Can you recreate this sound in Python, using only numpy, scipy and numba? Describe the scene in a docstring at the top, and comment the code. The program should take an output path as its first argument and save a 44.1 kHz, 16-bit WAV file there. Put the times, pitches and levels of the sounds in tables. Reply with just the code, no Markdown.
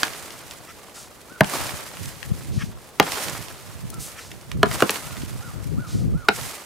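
"""An axe chops into a fallen limb in an open field: each blow is a ragged burst of force that rings the wood.
Chips are puffs of noise through one resonance; shaken twigs and dry grass are clumps of tiny noise grains.
Wind is lumpy low noise on two microphone ports, with single thumps. A palm squeaks by stick and slip on
the handle, a sleeve swishes as soft treble noise, and a far bird whistles in bent tones with an echo.
A limiter turns loud moments down, and the fastest peaks are clipped softly."""
import sys
import numpy as np
from scipy import signal
from scipy.fft import rfft, irfft, next_fast_len
from scipy.io import wavfile
from scipy.ndimage import map_coordinates
from numba import njit

SR = 44100
rng = np.random.default_rng(int(sys.argv[2]) if len(sys.argv) > 2 else 0)


def int16_out(signal):
    """Quantize to a 16-bit WAV file."""
    q = np.round(np.clip(np.atleast_2d(signal).T, -1, 1) * 32767)
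    wavfile.write(sys.argv[1], SR, q.astype(np.int16))


N = 293265
T = np.arange(N) / SR  # time of every sample [s]

# How alike left and right are at each pitch: (frequency [Hz], likeness [0 to 1])
LIKENESS = [(60, 0.62), (180, 0.67), (550, 0.74), (1650, 0.61), (4970, 0.47), (15000, 0.91)]
# A blow, a tug at the stuck blade or a step shakes the brush:
# (time [s], rise [s], hold [s], time for the thrash to fall 60 dB [s], twigs [dB], dry grass [dB])
BRUSH_SHAKES = [(-0.15, 0.047, .01, 1.1, -28.5, -28), (1.419, .12, 0.015, 1.25, -28.5, -29.5),
                (1.963, 0.12, 0.0091, 0.31, -63, -39.5), (2.28, .08, 0.026, 0.88, -54, -45),
                (3, 0.07, 0.17, 0.87, -31.5, -31), (3.867, 0.26, .02, .7, -54, -44.5),
                (4.626, .11, 0.11, .1, -33, -33), (4.85, 0.046, 0.069, 0.35, -34, -31.5),
                (6.286, 0.1, 0.12, 0.54, -38.5, -34.5)]


def amp(db):
    """Turns decibels into a plain gain."""
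    return 10 ** (np.asarray(db) / 20)


def unit(x):
    """Scales a sound to an rms (average strength) of 1."""
    return x / np.sqrt(np.mean(x ** 2) + 1e-20)


def along(points, hz):
    """Reads a curve of (Hz, value) points on a logarithmic frequency axis."""
    f, v = np.transpose(points)
    return np.interp(np.log(hz + 1), np.log(f + 1), v)


def wobble(rate):
    """A smooth random curve with `rate` random points a second."""
    points = rng.standard_normal(int(N * rate / SR) + 4)
    return map_coordinates(points, [T * rate])


def filtered(x, response):
    """Filters x by a response given as a function of frequency."""
    m = next_fast_len(N + SR // 2)
    hz = np.fft.rfftfreq(m, 1 / SR)
    return irfft(rfft(x, m) * response(hz), m)[..., :N]


def dull(x, hz):
    """A gentle low-pass filter that takes away the treble."""
    return signal.lfilter(*signal.butter(2, np.clip(hz, 100, 18000), fs=SR), x)


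def sides(pan_db):
    """Left and right gains; a positive value makes the left louder."""
    return amp(np.array([pan_db / 2, -pan_db / 2]))


def add(track, s, sound):
    """Mixes a stereo sound into the track at s seconds."""
    part = track[:, round(s * SR):][:, :sound.shape[1]]
    part += sound[:, :part.shape[1]]


def spread(pair, spectrum, alike):
    """Colours two unrelated signals and mixes them to the wanted left-right likeness, rms 1."""
    def response(hz):
        turn = np.arccos(np.clip(along(alike, hz), -1, 1)) / 2
        return amp(along(spectrum, hz)) * np.array([np.cos(turn), np.sin(turn)])
    mid, side = filtered(pair, response)
    return unit(np.array([mid + side, mid - side]))


def crackle(rate, spiky_db, hiss, life):
    """Uneven noise grains with a sharp start and a short decay (life [s]), on a bed of hiss."""
    happens = rng.random((2, N)) < rate / SR
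    starts = happens * amp(spiky_db * rng.random((2, N)))
    envelope = signal.lfilter([1], [1, -np.exp(-1 / (life * SR))], starts)
    grains = envelope * rng.standard_normal((2, N))
    return unit(grains) + hiss * rng.standard_normal((2, N))


def shake(peaks_db, linger_db, linger_t60, rest_db):
    """Brush level in dB: each shake swells, thrashes, then rustles on while it dies away."""
    power = amp(2 * rest_db) * np.ones(N)
    for (s, rise, hold, thrash_t60, *_), db in zip(BRUSH_SHAKES, peaks_db):
        after = np.maximum(T - s - rise - hold, 0)
        swell = np.clip((T - s) / rise, 0, 1) ** 0.84
        thrash = amp(-120 * after / thrash_t60)  # -120 because this is power
        rustle = amp(2 * linger_db - 120 * after / linger_t60)
        power += (amp(db) * swell) ** 2 * (thrash + rustle)
    return 10 * np.log10(power)


def shaking():
    """Levels of twigs and grass in dB: both follow the same shakes, but rustle on differently."""
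    *_, twigs_db, grass_db = np.transpose(BRUSH_SHAKES)
    twigs = shake(twigs_db, linger_db=-12, linger_t60=4.53, rest_db=-52)
    grass = shake(grass_db, linger_db=-8.5, linger_t60=3.5, rest_db=-53)
    return twigs, grass


def brush():
    """Twigs rattle in coarse grains, dry grass in fine ones with sparse sharp ticks; both come in clumps."""
    # Tone colour of the twigs: (frequency [Hz], level [dB per Hz])
    twig_spectrum = [(80, -48), (150, -12.5), (300, -4.5), (600, -3.5), (1200, -3), (2500, -13.5),
                     (5000, -16), (9000, -34)]
    # Tone colour of the dry grass: (frequency [Hz], level [dB per Hz])
    grass_spectrum = [(800, -12), (2000, -0.5), (3500, -4), (6000, -3.5), (9000, -3), (12000, -5.5),
                      (15000, -5.5), (16500, -26.5)]
    twigs_db, grass_db = shaking()
    clumps = wobble(55)
    coarse = crackle(150, 14.3, hiss=1.0, life=0.0046)
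    twigs = amp(twigs_db + 0.16 * clumps) * spread(coarse, twig_spectrum, LIKENESS)
    ticks = crackle(25, 3.1, hiss=0.01, life=0.0014)
    fine = crackle(300, 2.8, hiss=1.53, life=0.0024) + 0.18 * ticks
    grass = amp(grass_db + 1.55 * clumps) * spread(fine, grass_spectrum, LIKENESS)
    return twigs + grass * sides(-3.5)[:, None]


def wind():
    """Turbulence pushes the two ports mostly in opposite directions, in lumps and single thumps."""
    # Strength of the gusts: (time [s], level [dB])
    gusts = [(0.0, -43.5), (1.2, -57.5), (1.43, -63), (1.6, -30.5), (1.9, -47.5), (2.04, -26.5),
             (2.2, -46.5), (2.31, -27), (2.4, -31.5), (2.58, -24), (2.72, -33.5), (2.9, -56.5), (3.3, -34),
             (3.5, -42.5), (4.0, -29.5), (4.11, -52), (4.29, -35.5), (4.43, -47.5), (4.56, -22),
             (4.78, -26.5), (4.9, -46), (5.22, -28.5), (5.48, -34.5), (5.76, -21), (5.87, -33), (5.94, -19),
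             (6.15, -17.5), (6.25, -47), (6.45, -31.5), (6.65, -72)]
    # Tone colour of the buffeting: (frequency [Hz], level [dB per Hz])
    rumble = [(12, -58), (20, -45), (43, 5.5), (80, 3.5), (128, 3), (309, -15.5), (369, -17), (700, -34),
              (910, -52), (1540, -120)]
    # Single eddies that thump a port: (time [s], level [dB], pitch [Hz], left over right [dB])
    thumps = [(1.313, -36.5, 273, 16), (1.732, -24, 122, 8), (2.312, -8, 137, 5), (2.571, -9.5, 123, 8),
              (2.632, -11.5, 157, 2.5), (4.546, -18.5, 133, 6), (5.228, -21.5, 250, 12),
              (5.778, -4.5, 190, -3), (5.949, -7, 206, -2.5), (6.095, -10, 117, -1), (6.15, -17, 144, 22)]
    # Steady noise of the far field: (frequency [Hz], level [dB per Hz])
    air_spectrum = [(30, 16), (150, 10.5), (600, 8.5), (2000, -15), (6000, -17), (12000, -18.5),
                    (16000, -9)]
    opposite = [(60, -0.95), (300, -0.25)]  # (frequency [Hz], likeness; negative = opposite pushes)

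    gust_s, gust_db = np.transpose(gusts)
    buffet_db = np.interp(T, gust_s, gust_db)
    lumps = amp(2.83 * wobble(45) + 1.93 * np.array([wobble(30), wobble(30)]))
    noise = spread(rng.standard_normal((2, N)), rumble, opposite)
    sway = sides(5.5 * wobble(9))  # the stronger push wanders from port to port
    out = amp(buffet_db) * sway * unit(lumps * noise)

    t = T[:SR // 20] - 0.016
    for s, db, hz, pan_db in thumps:
        push = amp(db) * np.exp(-(t * hz / 0.61) ** 2) * np.sin(2 * np.pi * hz * t)
        add(out, s - 0.008, np.outer(sides(pan_db) * [1, -0.4], push))
    air = spread(rng.standard_normal((2, N)), air_spectrum, LIKENESS)
    return out + amp(-48.5) * air


def ringing(t, limb, thud_db, knock_db, lasting):
    """The struck limb: separate tones that die away, over a dense dull knock of many close ones."""
    ring = np.zeros(len(t))
    for hz, level_db, t60 in limb:
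        late = np.maximum(t - 0.8 / hz, 0)  # bending waves: the low modes arrive later
        place_db = thud_db if hz < 550 else knock_db if hz < 1100 else 0
        # loose bark blurs each mode
        jitter = unit(dull(rng.standard_normal(len(t)), hz / 4))
        flutter = 0.83 * np.minimum(late / 0.002, 1) * jitter
        detuned_hz = hz * (1 + 0.029 * rng.normal())
        tone = np.sin(2 * np.pi * detuned_hz * late + flutter) * (1 - np.exp(-late * hz / 5.0))
        ring += amp(level_db + place_db + rng.normal(0, 1.18) - 60 * late / (t60 * lasting)) * tone
    # the many close modes of trunk and branches
    band = signal.butter(3, (238, 1265), "band", fs=SR, output="sos")
    dense = unit(signal.sosfilt(band, rng.standard_normal(len(t))))
    dense_db = 3 + min(thud_db, knock_db) - 60 * t / (0.071 * lasting)
    return ring + amp(dense_db) * dense * np.minimum(t / 0.0022, 1)


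def cracking(t, bite, cut, crack_hz):
    """Tearing fibres: a crack that dies in ms, a longer spray of splinters and a bright edge click."""
    after_cut = amp(-60 * (t - cut) / 0.0011) + 0.19 * amp(-60 * t / 0.036)
    burst = (bite + (t >= cut) * after_cut) * rng.standard_normal((3, len(t)))
    burst = burst[:1] + 0.19 * burst[1:]  # mostly shared by both sides
    crack = dull(burst, crack_hz) - dull(burst, 1350)
    crack += burst * (0.03 + 0.22 * amp(-60 * t / 0.015))
    click = bite * amp(-7 - 60 * t / 0.007) * rng.standard_normal(len(t))
    return crack + dull(click, 8000)


def axe():
    """The blade tears fibres for a few ms; that ragged force rings the limb."""
    # Blows on the limb, by the axe or a heavy chunk that drops back:
    # (time [s], strength [dB], thud below 550 Hz [dB], knock from 550 to 1100 Hz [dB], crack [dB],
    #  length of the contact [s], ring length [factor], brightness of the crack [Hz])
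    chops = [(0.0316, -7, -37, -11, 8.5, 0.0018, 0.62, 4530), (1.4071, 2, 4, -3, 1.5, 0.0037, 0.56, 2450),
             (2.9985, -5, 4, 9, 15, 0.0025, 0.59, 2970), (4.6297, 1.5, 1.5, -5, -1, 0.0038, 0.58, 3320),
             (4.8221, 0, -9.5, -5, 0.5, .002, 0.68, 2500), (4.894, -17, -2, -6, 12.5, 0.0022, 0.59, 4600),
             (6.2850, -1, -8.5, 2, 1, 0.0055, 0.65, 3420)]
    # Tones of the limb: (frequency [Hz], level [dB], time to fall 60 dB before the ring factor [s])
    limb = [(154.3, -23, 0.29), (201, 11, 0.069), (276.5, -7.5, 0.086), (380.7, -7.5, 0.044),
            (445, 14, 0.04), (483, 13.5, 0.026), (634, -2.5, 0.039), (808, 2, 0.043), (908, -9.5, 0.022),
            (912, -1, 0.018), (1282, 14.5, 0.0097), (1427, 18, 0.01), (1600, 5, 0.013), (1705, -20, 0.039),
            (2180, -52, 0.042), (2940, -4, 0.026), (4080, -60, 0.03)]
    out, t = np.zeros((2, N)), T[:SR // 4]
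    for s, db, thud_db, knock_db, crack_db, cut, lasting, crack_hz in chops:
        ring = ringing(t, limb, thud_db, knock_db, lasting)
        bite = (t < cut) * np.minimum(t / 0.001, 1)
        tears = bite * (rng.random(len(t)) < 1200 / SR) * rng.uniform(0.16, 0.4, len(t))
        tears[round(0.0006 * SR)] = 1  # the main hit
        knock = signal.fftconvolve(tears, ring)[:len(t)]
        crack = cracking(t, bite, cut, crack_hz)
        add(out, s, amp(db) * knock + amp(db + crack_db) * crack)
    return out


def patter():
    """Lesser chips rain down at random times, as loud as the twigs shake at that moment plus 5 dB."""
    count = int(40 * N / SR)  # 40 chips a second
    s = rng.uniform(0, N / SR, count)
    pitch, side = rng.standard_normal((2, count))
    twigs_db, _ = shaking()
    db = twigs_db[(s * SR).astype(int)] + 5
    hz = np.clip(2000 * np.exp(0.4 * pitch), 500, 12000)
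    return list(zip(s, db, hz, -4 + 5 * side))


def chips():
    """Each small piece of wood gives a puff of noise through one broad resonance."""
    # Chips and twigs that snap or land and stand out:
    # (time [s], level [dB], pitch [Hz], left over right [dB])
    snaps = [(0.069, -22.5, 3870, 3), (0.08, -18, 1750, -3), (0.134, -32, 1820, -29), (0.305, -24, 3150, 4),
             (0.51, -24.5, 3960, -1), (1.435, -15, 1810, 5), (1.444, -9.5, 1840, 2),
             (1.693, -20, 1660, -12.5), (1.97, -24, 1880, -1), (2.057, -25, 5360, -1),
             (2.229, -23, 1750, 16.5), (3.027, -12, 2150, 4.5), (3.067, -20, 1500, -3),
             (3.12, -14, 3040, -8), (3.156, -19, 1570, -10), (3.284, -16.5, 2500, -7),
             (3.297, -20, 6500, -3), (3.484, -30, 2860, -11), (3.902, -30, 10900, 14),
             (3.942, -30.5, 8350, 0), (4.316, -24.5, 1920, 0), (4.412, -35, 4900, -2),
             (4.516, -19, 2040, -5.5), (4.658, -15, 1300, 7), (4.713, -14, 2160, -1.5),
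             (4.805, -6.5, 1590, -2.5), (4.906, -13.5, 9000, 1), (4.958, -18, 2090, -9),
             (5.168, -25.5, 2300, 0), (5.22, -24.5, 2500, -3), (5.26, -35, 4000, 0),
             (6.412, -26, 3300, -14)]
    out, t = np.zeros((2, N)), T[:SR // 10]
    for s, db, hz, pan_db in snaps + patter():
        puff = rng.standard_normal(len(t)) * amp(-60 * t / 0.017)  # falls 60 dB in 17 ms
        body = signal.lfilter(*signal.iirpeak(hz, 0.9, fs=SR), puff)
        sound = amp(db) * (1.27 * body + 0.033 * dull(puff, 9000))
        add(out, s, np.outer(sides(pan_db), sound))
    return out


def field(x):
    """Ground, trunk and branches scatter a short diffuse answer."""
    t = T[:SR // 4]
    noise = signal.lfilter([1], [1, -0.6], rng.standard_normal((2, len(t))))
    tail = noise * amp(-60 * t / 0.13) * (t > 0.004)
    return signal.fftconvolve(x, tail / np.linalg.norm(tail[0]), axes=1)[:, :N]


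def palm():
    """Skin sticks and slips at an uneven rate and excites the wooden handle."""
    # The palm squeaks on the handle: (time [s], length [s], level [dB], slip rate [Hz])
    squeaks = [(0.671, 0.054, -41.5, 643), (2.578, 0.037, -37, 640), (2.6, 0.038, -30, 622),
               (4.144, 0.093, -41.5, 610), (4.182, 0.02, -35.5, 607)]
    # Resonances of the handle: (frequency [Hz], width [Hz], level [dB])
    handle = [(1314, 240, 7.5), (1810, 140, 10.5), (2320, 420, 4), (3160, 550, 0), (5570, 470, -1)]
    slips = np.zeros(N)
    for s, length, db, slip_hz in squeaks:
        t = T[:round(length * SR)]
        drift = rng.standard_normal(len(t)).cumsum() / np.sqrt(SR / slip_hz)
        turns = np.cumsum(slip_hz / SR * (1 + 0.02 * drift))
        jerks = np.diff(np.floor(turns), prepend=0)  # one jerk for each slip
        force = unit(jerks) + 1.2 * rng.standard_normal(len(t))
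        slips[round(s * SR):][:len(t)] += amp(db) * np.sin(np.pi * t / length) * force

    def wood(f):
        total = 0
        for k, (centre, width, db) in enumerate(handle):
            peak = 1j * f * width / (centre * centre - f * f + 1j * f * width)
            total = total + (-1) ** k * amp(db) * peak
        return total
    return filtered(slips, wood)


def sleeve():
    """Cloth on cloth: a soft swell of smooth treble noise."""
    # A sleeve brushes the vest as the axe goes up: (time [s], length [s], level [dB], centre [Hz])
    swishes = [(0.94, 0.16, -41.5, 6230), (2.517, 0.21, -43.5, 4730), (3.994, 0.13, -34.5, 8300),
               (4.166, 0.18, -44.5, 5660), (5.866, 0.21, -41.5, 4930)]
    out = np.zeros((2, N))
    for s, length, db, hz in swishes:
        t = T[:round(length * SR)]
        noise = rng.standard_normal((3, len(t)))
        noise = noise[:1] + 0.12 * noise[1:]  # mostly shared by both sides
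        band = signal.lfilter(*signal.iirpeak(hz, 1.1, fs=SR), noise)
        add(out, s, amp(db) * np.sin(np.pi * (t / length) ** 0.53) * unit(band))
    return out


def bird():
    """Each hoarse whistle rises fast to its top and slides down; trees give a late blurred echo."""
    # Whistles of a far bird: (time [s], length [s], start [Hz], top [Hz], end [Hz], level [dB])
    whistles = [(0.962, 0.044, 1330, 1400, 1300, -48), (1.294, 0.091, 1290, 1520, 1310, -44),
                (3.927, 0.062, 1250, 1362, 1240, -43.5), (5.054, 0.13, 1253, 1457, 1120, -44),
                (5.407, 0.11, 1163, 1450, 1105, -42.5), (5.776, 0.1, 1130, 1485, 1160, -40.5),
                (6.135, 0.142, 1163, 1463, 1064, -43.5)]
    song = np.zeros((2, N))
    for s, length, start_hz, top_hz, end_hz, db in whistles:
        u = T[:round(length * SR)] / length  # 0 to 1 through the whistle, top at 0.35
        bend = np.sin(np.pi / 2 * np.interp(u, [0, 0.35, 1], [0, 1, 2]))
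        hz = top_hz * bend + np.where(u < 0.35, start_hz, end_hz) * (1 - bend)
        hoarse = 0.34 * unit(dull(rng.standard_normal(len(u)), 80))
        tone = np.sin(2 * np.pi * np.cumsum(hz) / SR + hoarse)
        add(song, s, np.outer(sides(-2.9), amp(db) * np.sin(np.pi * u) ** 0.082 * tone))
    t = T[:SR // 2]
    # the echo starts after 10 ms and thickens after 100 ms
    trees = rng.standard_normal((2, len(t))) * amp(-60 * t / 0.5) * (0.9 * (t > 0.01) + (t > 0.1))
    echo = signal.fftconvolve(song, trees / np.linalg.norm(trees[0]), axes=1)[:, :N]
    return song * amp(1.7 * wobble(140)) + amp(-3.0) * echo  # the direct song flickers in level


def scene():
    """Adds all the sources; only the wood sounds get the answer of the field."""
    wood = axe() + chips()
    return wood + amp(-14.0) * field(wood) + brush() + palm() + sleeve() + bird() + wind()


@njit
def follow(level, rise, fall):
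    """Follows a level smoothly, with one speed for rising and another for falling."""
    out, e = np.empty_like(level), 0.0
    for i in range(len(level)):
        e += (rise if level[i] > e else fall) * (level[i] - e)
        out[i] = e
    return out


def record(dry):
    """Cuts deep bass, turns loud moments down within ms, softly clips fast peaks and rolls off the top."""
    dry = signal.lfilter(*signal.butter(2, 45, "high", fs=SR), dry)
    envelope = follow(np.abs(dry).max(0), 1 / (0.0086 * SR), 1 / (0.0043 * SR))
    memory = follow(envelope, 1 / (0.0035 * SR), 1 / (0.033 * SR))  # lets go more slowly
    limited = dry / (1 + (envelope / amp(-9.5)) ** 2) ** 0.5
    limited = limited / (1 + memory / amp(-2.5))
    clipped = limited / (1 + np.abs(limited / 0.98) ** 6) ** (1 / 6)
    x = signal.lfilter(*signal.butter(1, 60, "high", fs=SR), clipped)
    # treble fades around 13 kHz and stops at 15.8 kHz
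    return filtered(x, lambda hz: (hz < 15800) / np.sqrt(1 + (hz / 13000) ** 6))


dry = scene()
out = record(dry)
int16_out(out)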